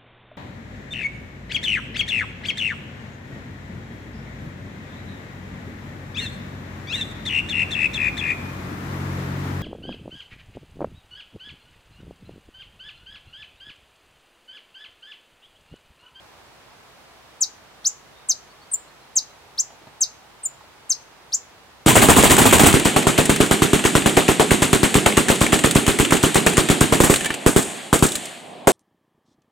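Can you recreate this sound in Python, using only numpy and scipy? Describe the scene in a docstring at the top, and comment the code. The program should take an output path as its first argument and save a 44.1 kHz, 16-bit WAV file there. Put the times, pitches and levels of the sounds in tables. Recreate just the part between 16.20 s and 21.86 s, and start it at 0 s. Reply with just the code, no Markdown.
"""A hummingbird perched in a tree gives ten sharp chips in a repeating order: fall, rise, fall, wave.
Each is a near-pure, frequency-modulated whistle from the syrinx; falls and rises hop between two
registers. A faint band of hiss around 6 kHz is heard during each chip.
Reflection from limbs and scattering by leaves give each chip a short tail.
Behind it are a faint far songbird, a few soft knocks and a steady outdoor rush."""
import sys
import numpy as np
from scipy import signal
from scipy.fft import rfft, irfft
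from scipy.io import wavfile
from scipy.ndimage import uniform_filter1d

SR = 44100
rng = np.random.default_rng(int(sys.argv[2]) if len(sys.argv) > 2 else 0)


def transcribe(u):
    """Save the signal u as a 16-bit wav file named by the first command-line argument.

    u: samples, shape (n,) or (channels, n), limited to [-1, 1]; the rate is SR.
    q: integer samples, one column per channel.
    """
    v = np.clip(np.atleast_2d(u).T, -1, 1)
    q = np.round(v * 32767).astype(np.int16)
    wavfile.write(sys.argv[1], SR, q)


N = 249592

# Settings of each gesture: (first register [0 lower, 1 upper], last register [0 or 1],
# flutter depth in the upper register [Hz], hiss gain [dB], overtone gain [dB])
GESTURES = {"fall": (1, 0, 150, -26.5, 0), "rise": (0, 1, 460, -29, -.7), "wave": (0, 0, 0, -50, 3)}
# The hummingbird's calls: (time [s], gesture [name], time stretch [ratio], pitch [ratio],
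# glide depth [ratio], level [dB], register hop after onset [s], left minus right [dB])
CHIPS = [(1.2038, "fall", 1, .99, 1, -11.7, .0185, 1.7),
         (1.6414, "rise", 1.01, 1.002, 1, -11.4, .0303, 1.7),
         (2.0835, "fall", .99, 1.001, 1, -11.0, .0147, 1.5), (2.5112, "wave", 1, 1, 1, -13.4, 0, 1.4),
         (2.9527, "fall", 1.01, 1.008, 1.02, -11.2, .0157, 1.5),
         (3.3733, "rise", .99, .998, 1, -12.7, .028, 1.6),
         (3.8030, "fall", 1, 1.002, 1.02, -10.8, .0152, 2.0), (4.2290, "wave", 1, 1, 1.09, -16.5, 0, .8),
         (4.6915, "fall", .96, 1.004, .95, -11.8, .0118, 2.7),
         (5.1177, "rise", 1, .995, .98, -13.3, .0268, 1.4)]
# The bill beams treble forward, so low notes spill more into the leaves: (frequency [Hz], gain [dB])
LEAF_SPILL = [(3800, 9.5), (5000, 7.5), (6300, 4), (7500, 4), (12000, 6.5)]
# The far songbird's notes: (time [s], duration [s], starting pitch [Hz], upward slur [Hz], level [dB])
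FAR_NOTES = [(1.926, 0.14, 3600, 110, -59), (2.292, .031, 4280, 240, -56), (2.407, .035, 4220, 300, -54),
             (2.54, .04, 4100, 180, -57.5), (2.666, .045, 4060, 200, -59.5), (2.80, 0.038, 3970, 190, -59),
             (3.092, .036, 3880, 200, -60)]
# Soft impacts: (time [s], level [dB], thud relative to body [dB], mode tuning [ratio])
KNOCKS = [(3.503, -48.5, -16, 1.03), (3.521, -55, -14, 1.05), (3.615, -55, 1, 0.4), (3.669, -49, 2, 0.81),
          (4.406, -50, -15, 1.3), (4.436, -56, -14, 0.91)]
# Resonances of the knocked body: (frequency before tuning [Hz], bandwidth [Hz], gain [dB])
KNOCK_MODES = [(730, 150, 4), (1050, 120, -17), (2860, 350, -16)]
# Spectral density of the outdoor rush: (frequency [Hz], relative level [dB])
RUSH_SPECTRUM = [(20, -18), (42, -14.5), (55, -8.5), (85, -1.5), (140, -3), (260, -5), (420, -2.5),
                 (560, -2.5), (810, 0), (1250, -3.5), (2000, -7.5), (4000, -13.5), (8000, -21),
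                 (15500, -28)]
# Stereo width of the rush: (frequency [Hz], side minus mid [dB])
RUSH_WIDTH = [(50, -12), (130, -4.5), (300, -2), (700, -5), (1500, -3.5), (4000, 2), (12000, -2)]
# Low tones within the rush: (frequency [Hz], rms wander [Hz], level [dB])
HUM_TONES = [(55.7, 3.58, -70.5), (138, 3.48, -72)]

NOTE_HZ, CHIP_S = 6330, .052  # nominal resting note of falls and rises; time allotted to a chip
REGISTER_HOP_HZ, HOP_S = 700, .0003  # interval between registers; time constant of the hop
FLUTTER_RATE_HZ, PITCH_JITTER = 470, .005  # jitter is an rms fraction of the pitch


def hummingbird(right_lag_rad=0.39):
    """Multipath propagation: the bird turns its head, so each direct chip is joined by new echoes."""
    out = np.zeros((2, N))
    for start, gesture, stretch, ratio, depth, db, hop_at_s, pan_db in CHIPS:
        chip = syrinx(gesture, stretch, ratio, depth, hop_at_s)
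        left = chip * undb(pan_db / 2)
        right = chip * undb(-pan_db / 2) * np.exp(-1j * right_lag_rad)
        tree = branches() + colour(foliage(), LEAF_SPILL)
        add(out, start, undb(db) * signal.fftconvolve(np.real([left, right]), tree, axes=1))
    return out


def syrinx(gesture, stretch, ratio, depth, hop_at_s, harmonics_db=(-27, -42), upper_db=-3):
    """Source and filter: one gliding whistle with weak harmonics, as a complex signal."""
    first, last, flutter_depth_hz, hiss_db, bright_db = GESTURES[gesture]
    t = np.arange(int(CHIP_S * SR)) / SR
    contour = {"fall": fall, "rise": rise, "wave": wave}[gesture]
    hz, envelope = contour(t / stretch, depth)
    register = first + (last - first) * (1 + np.tanh((t - hop_at_s) / HOP_S)) / 2
    # the upper register is unstable: its pitch flutters fast and unevenly
    flutter = np.sin(phase_of(FLUTTER_RATE_HZ * (1 + .5 * walk(FLUTTER_RATE_HZ, len(t)))))
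    pitch = ratio * hz + register * (REGISTER_HOP_HZ + flutter_depth_hz * flutter)
    pitch *= 1 + PITCH_JITTER * walk(2500, len(t))
    phase = phase_of(pitch)
    # a faint band of hiss around 6 kHz is heard during each chip
    band = resonate(rng.standard_normal(len(t)), hz=6030, width_hz=2800)
    hiss = signal.hilbert(resonate(band, hz=6030, width_hz=2800))
    tone = envelope * (np.exp(1j * phase) + undb(hiss_db) * hiss / np.std(hiss))
    # the throat favours the fundamental, so overtones stand out more at the weak low end of a glide
    envelope_db = 20 * np.log10(np.maximum(envelope, 1e-9))
    overtone_db = bright_db + upper_db * register + envelope_db * (1 - 0.81 * (pitch < 6000))
    for k, harmonic_db in enumerate(harmonics_db, 2):
        tone += undb(overtone_db + harmonic_db) * np.exp(1j * k * phase) * (k * pitch < SR / 2)
    return tone * signal.windows.tukey(len(t), .04)


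def fall(t, depth, swoop_hz=2600, swoop_s=.0068, drop_at_s=0.022, drop_hz=2560, drop_s=0.022):
    """Downward frequency sweep: the pitch swoops onto the note, rests, then drops as it fades."""
    swoop = swoop_hz * np.exp(-(t / swoop_s) ** 2)
    hz = NOTE_HZ + swoop - depth * drop_hz * ease(t - drop_at_s, drop_s)
    return hz, swell(t, attack_s=0.018, hold_s=0.00074, release_s=0.029)


def rise(t, depth, climb_hz=3620, climb_s=0.032, lift_at_s=0.037, lift_hz=280, lift_s=0.0068):
    """Upward frequency sweep: the pitch climbs ever more slowly to the note, then lifts a little."""
    to_go = 1 - np.sin(np.pi / 2 * np.minimum(t / climb_s, 1))
    hz = NOTE_HZ - depth * climb_hz * to_go + lift_hz * ease(t - lift_at_s, lift_s)
    return hz, swell(t, attack_s=.031, hold_s=.001, release_s=0.014)


def wave(t, depth, top_hz=9250, dip_at_s=0.0078, dip_hz=1050, dip_s=0.0055,
         drop_at_s=.018, drop_hz=2520, drop_s=.0072,
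         flick_at_s=0.034, flick_hz=1050, flick_s=0.0102, lead_db=-10):
    """Frequency modulation in two pulses: a soft high dip, then a loud drop that ends in an upflick."""
    dip = dip_hz * np.exp(-((t - dip_at_s) / dip_s) ** 2)
    drop = drop_hz * (1 - 1 / (1 + (np.maximum(t - drop_at_s, 0) / drop_s) ** 2))
    hz = top_hz - depth * (dip + drop) + flick_hz * ease(t - flick_at_s, flick_s)
    lead = undb(lead_db) * swell(t, attack_s=.011, hold_s=.001, release_s=0.015)
    return hz, lead + swell(t - drop_at_s, attack_s=0.012, hold_s=0.0019, release_s=0.012)


def swell(t, attack_s, hold_s, release_s):
    """Amplitude envelope of one push of air."""
    return ease(t, attack_s) - ease(t - attack_s - hold_s, release_s)


def branches(count=12, echoes_db=-12.5):
    """Early reflections: distinct echoes from limbs around the perch follow the direct path."""
    paths = np.zeros(SR // 2)
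    delays_s = rng.uniform(.002, .014, count)
    paths[(delays_s * SR).astype(int)] = rng.choice([-1, 1], count) * undb(echoes_db) / np.sqrt(count)
    paths[0] = 1
    return paths


def foliage(leaf_db=-17, leaf_t60=0.14, far_db=-26, far_t60=0.37, build_s=0.0048):
    """Diffuse scattering: leaves return a grainy tail, further trees a fainter and longer one."""
    t = np.arange(SR // 2) / SR
    build_up = 1 - np.exp(-t / build_s)
    leaves = rng.standard_normal((2, len(t))) ** 3 * build_up * np.exp(-np.log(1000) * t / leaf_t60)
    far_trees = rng.standard_normal((2, len(t))) * build_up * np.exp(-np.log(1000) * t / far_t60)
    return (level(leaves, leaf_db) + level(far_trees, far_db)) / np.sqrt(len(t))


def far_bird(scatter_gain_db=13):
    """Reverberation: scattering by leaves blurs a thin whistle and a run of little upslurs."""
    direct = np.zeros((1, N))
    for start, length_s, hz, slur_hz, db in FAR_NOTES:
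        progress = np.linspace(0, 1, int(length_s * SR))
        pitch = hz + slur_hz * np.sin(2 * progress)
        add(direct, start, undb(db) * np.sin(np.pi * progress) * np.sin(phase_of(pitch)))
    return direct + undb(scatter_gain_db) * signal.fftconvolve(direct, foliage(), axes=1)[:, :N]


def knocks(attack_s=0.00087, decay_s=0.011, dull_hz=4000):
    """Damped resonance: each brief scuff excites a few broad modes over a low thud."""
    out = np.zeros((2, N))
    t = np.arange(SR // 6) / SR
    envelope = 2 * (1 - np.exp(-t / attack_s)) * np.exp(-t / decay_s)
    for start, db, thud_db, ratio in KNOCKS:
        scuff = rng.standard_normal(len(t)) + .5 * rng.standard_normal((2, len(t)))
        scuff = signal.lfilter(*signal.butter(2, dull_hz, fs=SR), scuff)
        body = sum(undb(mode_db) * resonate(scuff, hz * ratio, width_hz)
                   for hz, width_hz, mode_db in KNOCK_MODES)
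        thud = resonate(scuff, hz=150, width_hz=130)
        add(out, start, envelope * (level(body, db) + level(thud, db + thud_db)))
    return out


def outdoors(rush_db=-51.5, flicker_db=-0.08, pan_db=-1.4, hum_pan_db=4):
    """Partial coherence between the ears spreads a distant rush wide around a faint wavering hum."""
    mid = colour(rng.standard_normal(N), RUSH_SPECTRUM)
    side = colour(colour(rng.standard_normal(N), RUSH_SPECTRUM), RUSH_WIDTH)
    left_right = np.array([[1], [-1]])
    rush = (mid + side * left_right) * undb(rush_db) / np.std(mid)
    hum = sum(level(np.sin(phase_of(hz + wander_hz * walk(16, N))), db)
              for hz, wander_hz, db in HUM_TONES)
    rush *= undb(flicker_db * walk(13, N) + left_right * pan_db / 2)
    return rush + hum * undb(left_right * hum_pan_db / 2)


def undb(db):
    """Amplitude ratio from decibels."""
    return 10 ** (np.asarray(db) / 20)


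def level(x, db):
    """Normalisation to an rms level."""
    return x * undb(db) / np.sqrt(np.mean(x ** 2))


def add(out, start_s, x):
    """Superposition of a delayed sound on the mix."""
    i = int(start_s * SR)
    out[:, i:i + x.shape[-1]] += x[..., :N - i]


def phase_of(hz):
    """Phase as the time integral of frequency."""
    return 2 * np.pi * np.cumsum(hz) / SR


def colour(x, points):
    """Spectral shaping through points of (frequency [Hz], gain [dB])."""
    hz, db = np.transpose(points)
    count = x.shape[-1]
    bins_hz = np.maximum(np.fft.rfftfreq(count, 1 / SR), 1)
    return irfft(rfft(x) * undb(np.interp(np.log(bins_hz), np.log(hz), db)), count)


def resonate(x, hz, width_hz):
    """Second-order resonance with unit gain at its centre."""
    return signal.lfilter(*signal.iirpeak(hz, hz / width_hz, fs=SR), x)


def walk(rate_hz, count):
    """Low-pass noise: a smooth random wander of unit rms."""
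    hold = max(int(SR / rate_hz), 1)
    steps = np.repeat(rng.standard_normal(count // hold + 1), hold)
    return level(uniform_filter1d(uniform_filter1d(steps, hold), hold)[:count], 0)


def ease(t, length_s):
    """Raised-cosine step from 0 to 1, starting at t = 0."""
    return np.sin(np.pi / 2 * np.clip(t / length_s, 0, 1)) ** 2


def scene():
    """Linear superposition of the near bird and its surroundings."""
    return hummingbird() + far_bird() + knocks() + outdoors()


def record(dry, cutoff_hz=15900):
    """Band limiting: a low-pass filter removes the top of the treble."""
    low_pass = signal.firwin(401, cutoff_hz, window=("kaiser", 8), fs=SR)
    return signal.fftconvolve(dry, low_pass[None], "same", axes=1)


dry = scene()
out = record(dry)
transcribe(out)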